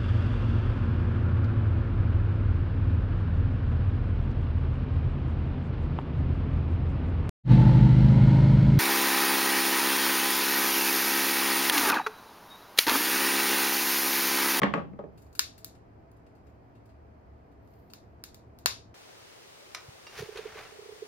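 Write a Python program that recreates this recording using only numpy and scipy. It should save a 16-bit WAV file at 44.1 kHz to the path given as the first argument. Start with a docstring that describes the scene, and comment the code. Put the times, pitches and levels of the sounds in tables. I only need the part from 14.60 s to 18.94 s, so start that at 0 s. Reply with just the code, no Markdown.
"""Peanut kernels drop and bounce on a plastic tray, each impact exciting its damped bending modes.
Then shells snap and tick as they are broken by hand: fracture and crinkling strike the resonances
of the shell, and fingers rub the husk with a faint stick-slip hiss. The hard walls of a small
kitchen add reverberation, and appliances hum throughout."""
import sys
import numpy as np
from scipy import signal
from scipy.io import wavfile

SR = 44100
rng = np.random.default_rng(int(sys.argv[2]) if len(sys.argv) > 2 else 0)


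def transcribe(signal):
    """Save signal, clipped to [-1, 1], as a 16-bit WAV file at the path in sys.argv[1]."""
    frames = np.atleast_2d(signal).T
    limited = np.clip(frames, -1, 1)
    pcm = np.round(limited * 32767).astype(np.int16)
    wavfile.write(sys.argv[1], SR, pcm)


N = 191482


def kernels_on_tray():
    """Impact excitation: each landing gives a contact tick, a broad knock and damped plate modes."""
    # landings: t/s, relative level/dB, hardness/(dB/octave), tick/dB, thump/dB, left minus right/dB
    drops = [(0.018, -19.5, 4, -9.5, -1.5, 4), (0.0327, -16, 4, -3.5, -1, 0),
             (0.1381, -18, 2, -6.5, -3, 1.5), (0.175, -21, -1.5, -30, -3.8, 3.5),
             (0.334, -43, -5.5, -22.5, 7, 1), (0.3907, -25.5, -8.5, -29, -12, 3),
             (.439, -32.5, -11.5, -28, -3.5, -2.1)]
    # tray modes: f/Hz, relative level/dB, T60/s
    tray_modes = [(165, -4.5, 0.19), (198.9, 1.9, 0.13), (283.5, -0.5, 0.12), (472, 0.5, 0.04),
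                  (563.6, 0.5, 0.077), (810, -12.5, 0.15), (914.6, -4.5, 0.037), (1100, -9, 0.085),
                  (1143, -6, 0.069), (1248, -11, 0.11), (1860, -20, 0.16)]
    # knock spectrum of the thin tray: f/Hz, relative level/dB
    knock_spectrum = [(60, -36), (120, -22), (200, 11), (550, 9), (1200, 2.2), (2000, -10), (3000, -19.5),
                      (5000, -34.5), (9000, -114), (16000, -85.5)]
    out, length = np.zeros((2, N)), SR // 3
    t = np.arange(length) / SR
    hz, mode_db, t60 = np.transpose(tray_modes)[..., None]
    phase = rng.uniform(-0.8, 1, hz.shape) * np.clip(hz / 700, 0, 1.4)  # high modes arrive out of step
    for start_s, db, hardness, tick_db, thump_db, pan_db in drops:
        def blow_db(f):
            """Force spectrum: hard blows favour the treble; heavy ones move the whole tray."""
            return hardness * np.log2(np.maximum(f, 500) / 500) + thump_db * (f < 350)
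        swing = from_db(mode_db - 5.5 + blow_db(hz) + rng.normal(0, 3.2, hz.shape) - 60 * t / t60)
        swing *= 1 - np.exp(-t * hz / 0.6)  # low modes take longer to swing up
        modes = np.array([np.sum(swing * np.sin(2 * np.pi * hz * t + side * phase), axis=0)
                          for side in (1, -1)])
        knock = decaying_noise(lambda f: 0.18 * (f / 1000) ** -.3,
                               lambda f: at_hz(knock_spectrum, f) + blow_db(f),
                               rise_s=0.00038, count=length)
        contact = rng.standard_normal(length) + .5 * rng.standard_normal((2, length))
        contact *= t / .0008 * np.exp(-t / .0008)
        tick = 17.5 * resonance(resonance(contact, 1960, 1080), 1640, 970)
        tick += 0.043 * resonance(resonance(contact, 3000, 3000), 3000, 3000)
        impact = modes + from_db(21) * knock + from_db(tick_db) * tick
        at = round(start_s * SR)
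        out[:, at:at + length] += from_db(db) * pan(pan_db)[:, None] * impact
    # a small tray radiates little bass
    return signal.sosfilt(signal.butter(2, 80, "high", fs=SR, output="sos"), out)


def shell_cracks():
    """Brittle fracture strikes the shell's resonances, deep breaks the low ones: left, right, walls."""
    # fractures: t/s, relative level/dB, depth/dB, length/ms, left minus right/dB, share to walls/dB
    snaps = [(0.7932, -18.5, 10, 1.22, 4.5, -5.5), (1.0456, -32, -15, 1.84, 0.5, -3.5),
             (1.516, -62, -18.5, 1.7, -1.5, -3), (3.3355, -43.5, 4.5, 1.5, 3, -2),
             (3.6386, -37, -1.5, 1.46, -1.5, -1.5), (3.745, -47, -4.5, 1.8, 1.5, -1.5),
             (3.9879, -52.5, -8.5, 1.55, 2.5, 1.5), (4.0589, -21, 17, 2.5, 5, -1.5)]
    # husk crinkling in the grip: t/s, relative level/dB, depth/dB, length/ms
    crinkles = [(.5756, -67, -4, 21), (0.6203, -61, -17, 9.7), (0.665, -74.5, -10.5, 14),
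                (.7282, -64.5, -10.5, 6.8), (0.7512, -52, -8, 11), (0.9792, -56, -9, 11.8),
                (1.1502, -82, 7.5, 13.4), (1.566, -77.5, -10, 10.8), (1.665, -88.5, 12.5, 11.6),
                (1.752, -81, -0.5, 22), (1.868, -85.5, 7, 18), (2.1518, -91, 14.5, 23),
                (2.256, -74.5, -5, 14), (2.292, -96, 18.5, 19), (2.915, -85, -1.5, 18),
                (3.074, -87.5, 5.5, 5.6), (3.1368, -84.5, 3.5, 5), (3.3, -69.5, -1.5, 17.3)]
    # resonances of body, hollow, wall, edge and splinter, a list for each part:
    # f/Hz, bandwidth/Hz, relative level/dB, left minus right/dB, left lag/ms
    shell_modes = [
        [(520, 270, 2.5, -5.5, 0.109), (1010, 180, 8.5, -8, 0.25)],
        [(1490, 520, 6.5, 7, 0.2), (2690, 500, 2.5, -4, 0.033)],
        [(3780, 570, -2, -2, 0.18), (4480, 360, 2, 9.5, 0.12), (5140, 920, -2.5, 1, 0.1)],
        [(7030, 970, -1.5, 2, 0.052), (9100, 1400, -8, -5, 0.04)],
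        [(10874, 1000, -12, 3.5, 0.0066), (12300, 1200, -10, -4, 0.0012), (15100, 760, -10.5, -5.5, 0.00082)],
    ]
    # drive of each part: snap level/dB, crinkle level/dB, share of snap depth, share of crinkle depth
    part_drive = [(-34, -24.5, 1.74, .9), (-12, -8, 0.46, 1.2), (-3, -5.5, 0.36, .8), (-6, -5.5, .15, 0.52),
                  (1, -1, 0, 0.4)]
    snap_s, snap_db, snap_depth, snap_ms, snap_pan, walls_db = np.transpose(snaps)[..., None]
    crinkle_s, crinkle_db, crinkle_depth, crinkle_ms = np.transpose(crinkles)[..., None]
    out, polarity = 0, 1
    for modes, (in_snap_db, in_crinkle_db, snap_share, crinkle_share) in zip(shell_modes, part_drive):
        snap_drive_db = snap_db + in_snap_db + snap_share * snap_depth
        crinkle_drive_db = crinkle_db + in_crinkle_db + crinkle_share * crinkle_depth
        for hz, width, mode_db, left_db, lag_ms in modes:
            snap = fracture_impulses(snap_s, snap_drive_db, snap_ms, snap_pan + left_db, lag_ms,
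                                     walls_db, slip_db=-10.5, slips=12)
            crinkle = fracture_impulses(crinkle_s, crinkle_drive_db, crinkle_ms, 5.5 + left_db, lag_ms,
                                        walls_db=0, slip_db=3, slips=40)
            out = out + polarity * from_db(mode_db + 29) * resonance(snap + crinkle, hz, width)
            polarity = -polarity
    return out


def fracture_impulses(start_s, db, length_ms, pan_db, lag_ms, walls_db, slip_db, slips):
    """Stress is released in steps, a first break and then fading slips: left, right, walls."""
    when, size = rng.random((2, len(start_s), slips + 1))
    offset_ms = np.c_[.8 * when[:, :1], length_ms * when[:, 1:]]
    slip_sizes = from_db(slip_db) * (2 * size[:, 1:] - 1) * (1.2 - when[:, 1:])
    sizes = np.c_[np.ones(start_s.shape), slip_sizes] * from_db(db)
    drawn_out = length_ms > 4  # from a shorter snap the walls return one blow
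    walls = from_db(walls_db) * (drawn_out | (np.arange(slips + 1) == 0))
    left, right = pan(pan_db)
    delays_ms = (offset_ms + lag_ms, offset_ms, offset_ms * drawn_out)
    impulses = np.zeros((3, N))
    for path, gain, delay_ms in zip(impulses, (left, right, walls), delays_ms):
        np.add.at(path, np.round((start_s + delay_ms / 1000) * SR).astype(int), gain * sizes)
    return impulses


def husk_rub():
    """Stick-slip friction: fibres let go at random under the fingers; strokes swell, hold and fade."""
    # finger strokes: start t/s, hold/s, level/dB
    strokes = [(.59, 0.027, -83), (.75, 0.044, -74), (1.857, 0.033, -95), (3.055, 0.28, -84.5)]
    # resonances of the rubbed husk: f/Hz, bandwidth/Hz, relative level/dB
    husk_modes = [(13300, 2200, -0.5), (4594, 970, -3.5), (7000, 1500, -15)]
    rise_db_per_s, fall_db_per_s, slips_per_s = 493, 160.5, 1000
    grip_db = -100  # the faint rub of merely holding
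    t = np.arange(N) / SR
    start, hold, db = np.transpose(strokes)[..., None]
    stroke_db = db - rise_db_per_s * np.maximum(start - t, 0)
    stroke_db -= fall_db_per_s * np.maximum(t - start - hold, 0)
    released = rng.random(N) < slips_per_s / SR
    slips = released * from_db(4 * np.minimum(rng.exponential(1, N), 4)) * rng.choice([-1, 1], N)
    hiss = sum(from_db(mode_db) * resonance(slips, hz, width) for hz, width, mode_db in husk_modes)
    return (from_db(grip_db) + from_db(stroke_db.max(axis=0))) * rms_one(hiss) * pan(2.5)[:, None]


def kitchen_reverberation(sound):
    """Reflections from hard walls merge into a diffuse field with an exponential decay."""
    # reverberation time: f/Hz, T60/s
    decay = [(100, 0.84), (500, 0.42), (1500, 0.24), (4000, 0.3), (8000, 0.28), (15000, 0.12)]
    # spectrum of the reflections: f/Hz, relative level/dB
    colour = [(100, 8.5), (400, -6), (1200, -2.5), (3000, 3), (4400, 0.5), (6000, 2), (9000, 3),
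              (15000, -2)]
    response = decaying_noise(lambda f: at_hz(decay, f), lambda f: at_hz(colour, f),
                              rise_s=0.00054, count=SR // 2)
    return signal.fftconvolve(sound, response, axes=-1)[..., :N]


def appliance_hum():
    """Broadband noise lies under narrowband drones, whose close frequencies beat and so waver."""
    # broad hum: f/Hz, relative spectral density level/dB
    spectrum = [(15, -41), (25, -15.5), (87, -6.5), (167, -10), (445, -12), (510, -18.5), (651, -12.5),
                (1120, -23), (1600, -28), (2600, -36.5), (3510, -52), (4360, -43.5), (7710, -56.5),
                (14400, -64.5), (16500, -75)]
    # stereo coherence of the hum: f/Hz, left-right correlation
    coherence = [(60, 1), (130, 0.75), (290, 0.84), (640, -0.31), (1410, -0.21), (3100, 0.34),
                 (6820, -0.36), (15000, 0.48)]
    # appliance drones: f/Hz, bandwidth/Hz, level/dB
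    drones = [(71.8, 14, -60.5), (108.55, 19, -61), (283, 20, -70.5), (659, 63, -70)]
    hum_db, settle = -56, SR // 2
    broad = sum(from_db(at_hz(spectrum, hz)) * band[:, settle:]
                for hz, band in noise_bands(coherence, N + settle))
    out = from_db(hum_db) * rms_one(broad)
    for hz, width, db in drones:
        white = rng.standard_normal((2, N + settle))
        mid, side = resonance(resonance(white, hz, width), hz, width)[:, settle:]
        out += from_db(db) * rms_one(mid + 0.28 * side * [[1], [-1]])
    return out


def decaying_noise(t60_of, db_of, rise_s, count):
    """Dense echoes act as noise that builds up, then decays at its own rate in each band."""
    # stereo coherence of the echoes: f/Hz, left-right correlation
    coherence = [(60, 1), (130, -0.71), (290, 0.7), (640, -0.014), (1410, -0.48), (3100, 0.23),
                 (6820, -0.61), (15000, 0.9)]
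    # stereo balance of the echoes: f/Hz, left minus right/dB
    balance = [(60, 12), (130, 2.5), (290, -5), (640, -1.5), (1410, -1), (3100, 2.5), (6820, 3.5),
               (15000, -3)]
    t, out = np.arange(count) / SR, 0
    for hz, band in noise_bands(coherence, count):
        envelope = from_db(-60 * t / max(t60_of(hz), .01)) * (1 - np.exp(-(t / rise_s) ** 2))
        envelope /= np.sqrt(np.sum(envelope ** 2))
        out = out + band * pan(at_hz(balance, hz))[:, None] * from_db(db_of(hz)) * envelope
    return out


def noise_bands(coherence, count):
    """Third-octave noise bands; the ratio of mid to side sets the left-right correlation."""
    edges_hz = 25 * 2 ** np.arange(0, 9.7, 1 / 3)
    white = rng.standard_normal((3, 2, count))  # neighbouring bands draw on independent noise
    for k, (low, high) in enumerate(zip(edges_hz, edges_hz[1:])):
        bandpass = signal.butter(2, [low, high], "band", fs=SR, output="sos")
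        mid, side = signal.sosfilt(bandpass, white[k % 3])
        hz = np.sqrt(low * high)
        correlation = np.clip(at_hz(coherence, hz), -1, 1)
        yield hz, np.sqrt(1 + correlation) * mid + np.sqrt(1 - correlation) * side * [[1], [-1]]


def resonance(x, hz, width_hz):
    """A driven damped oscillator with unit gain at its peak."""
    r = np.exp(-np.pi * width_hz / SR)
    feedback = [1, -2 * r * np.cos(2 * np.pi * hz / SR), r * r]
    return signal.lfilter(np.array([1, 0, -1]) * (1 - r * r) / 2, feedback, x + 1e-18)


def from_db(db):
    """Amplitude ratio for a level."""
    return 10 ** (np.asarray(db) / 20)


def rms_one(x):
    """Normalisation to unit mean power."""
    return x / np.sqrt(np.mean(x ** 2) + 1e-20)


def at_hz(points, hz):
    """Interpolation along a logarithmic frequency axis."""
    frequencies, values = np.transpose(points)
    return np.interp(np.log(hz), np.log(frequencies), values)


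def pan(db):
    """Left and right gains for a left-minus-right level difference."""
    return from_db(np.multiply.outer([.5, -.5], db))


def scene():
    """Superposition of direct sound, an early reflection, reverberation and hum."""
    cracks, rub, tray = shell_cracks(), husk_rub(), kernels_on_tray()
    shell, shell_to_walls = cracks[:2], cracks[2]
    echo_s, echo_db = 0.0029, -12.5  # the tray under the hands reflects each break
    tray_echo = from_db(echo_db) * np.roll(shell, round(echo_s * SR), axis=1)
    # the tray radiates its treble upward, not to the walls
    dull_tray = signal.sosfilt(signal.butter(1, 4000, fs=SR, output="sos"), tray)
    to_walls = from_db(-2.5) * shell_to_walls + from_db(-4) * rub[0] + from_db(-8) * dull_tray
    return tray + shell + tray_echo + rub + kitchen_reverberation(to_walls) + appliance_hum()


def record(dry):
    """Soft saturation rounds the loudest peaks; a steep low-pass removes the highest treble."""
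    ceiling, stopband_hz = .95, 16960
    rounded = ceiling * np.tanh(dry / ceiling)
    return signal.sosfilt(signal.cheby2(12, 70, stopband_hz, fs=SR, output="sos"), rounded)


dry = scene()
out = record(dry)
transcribe(out)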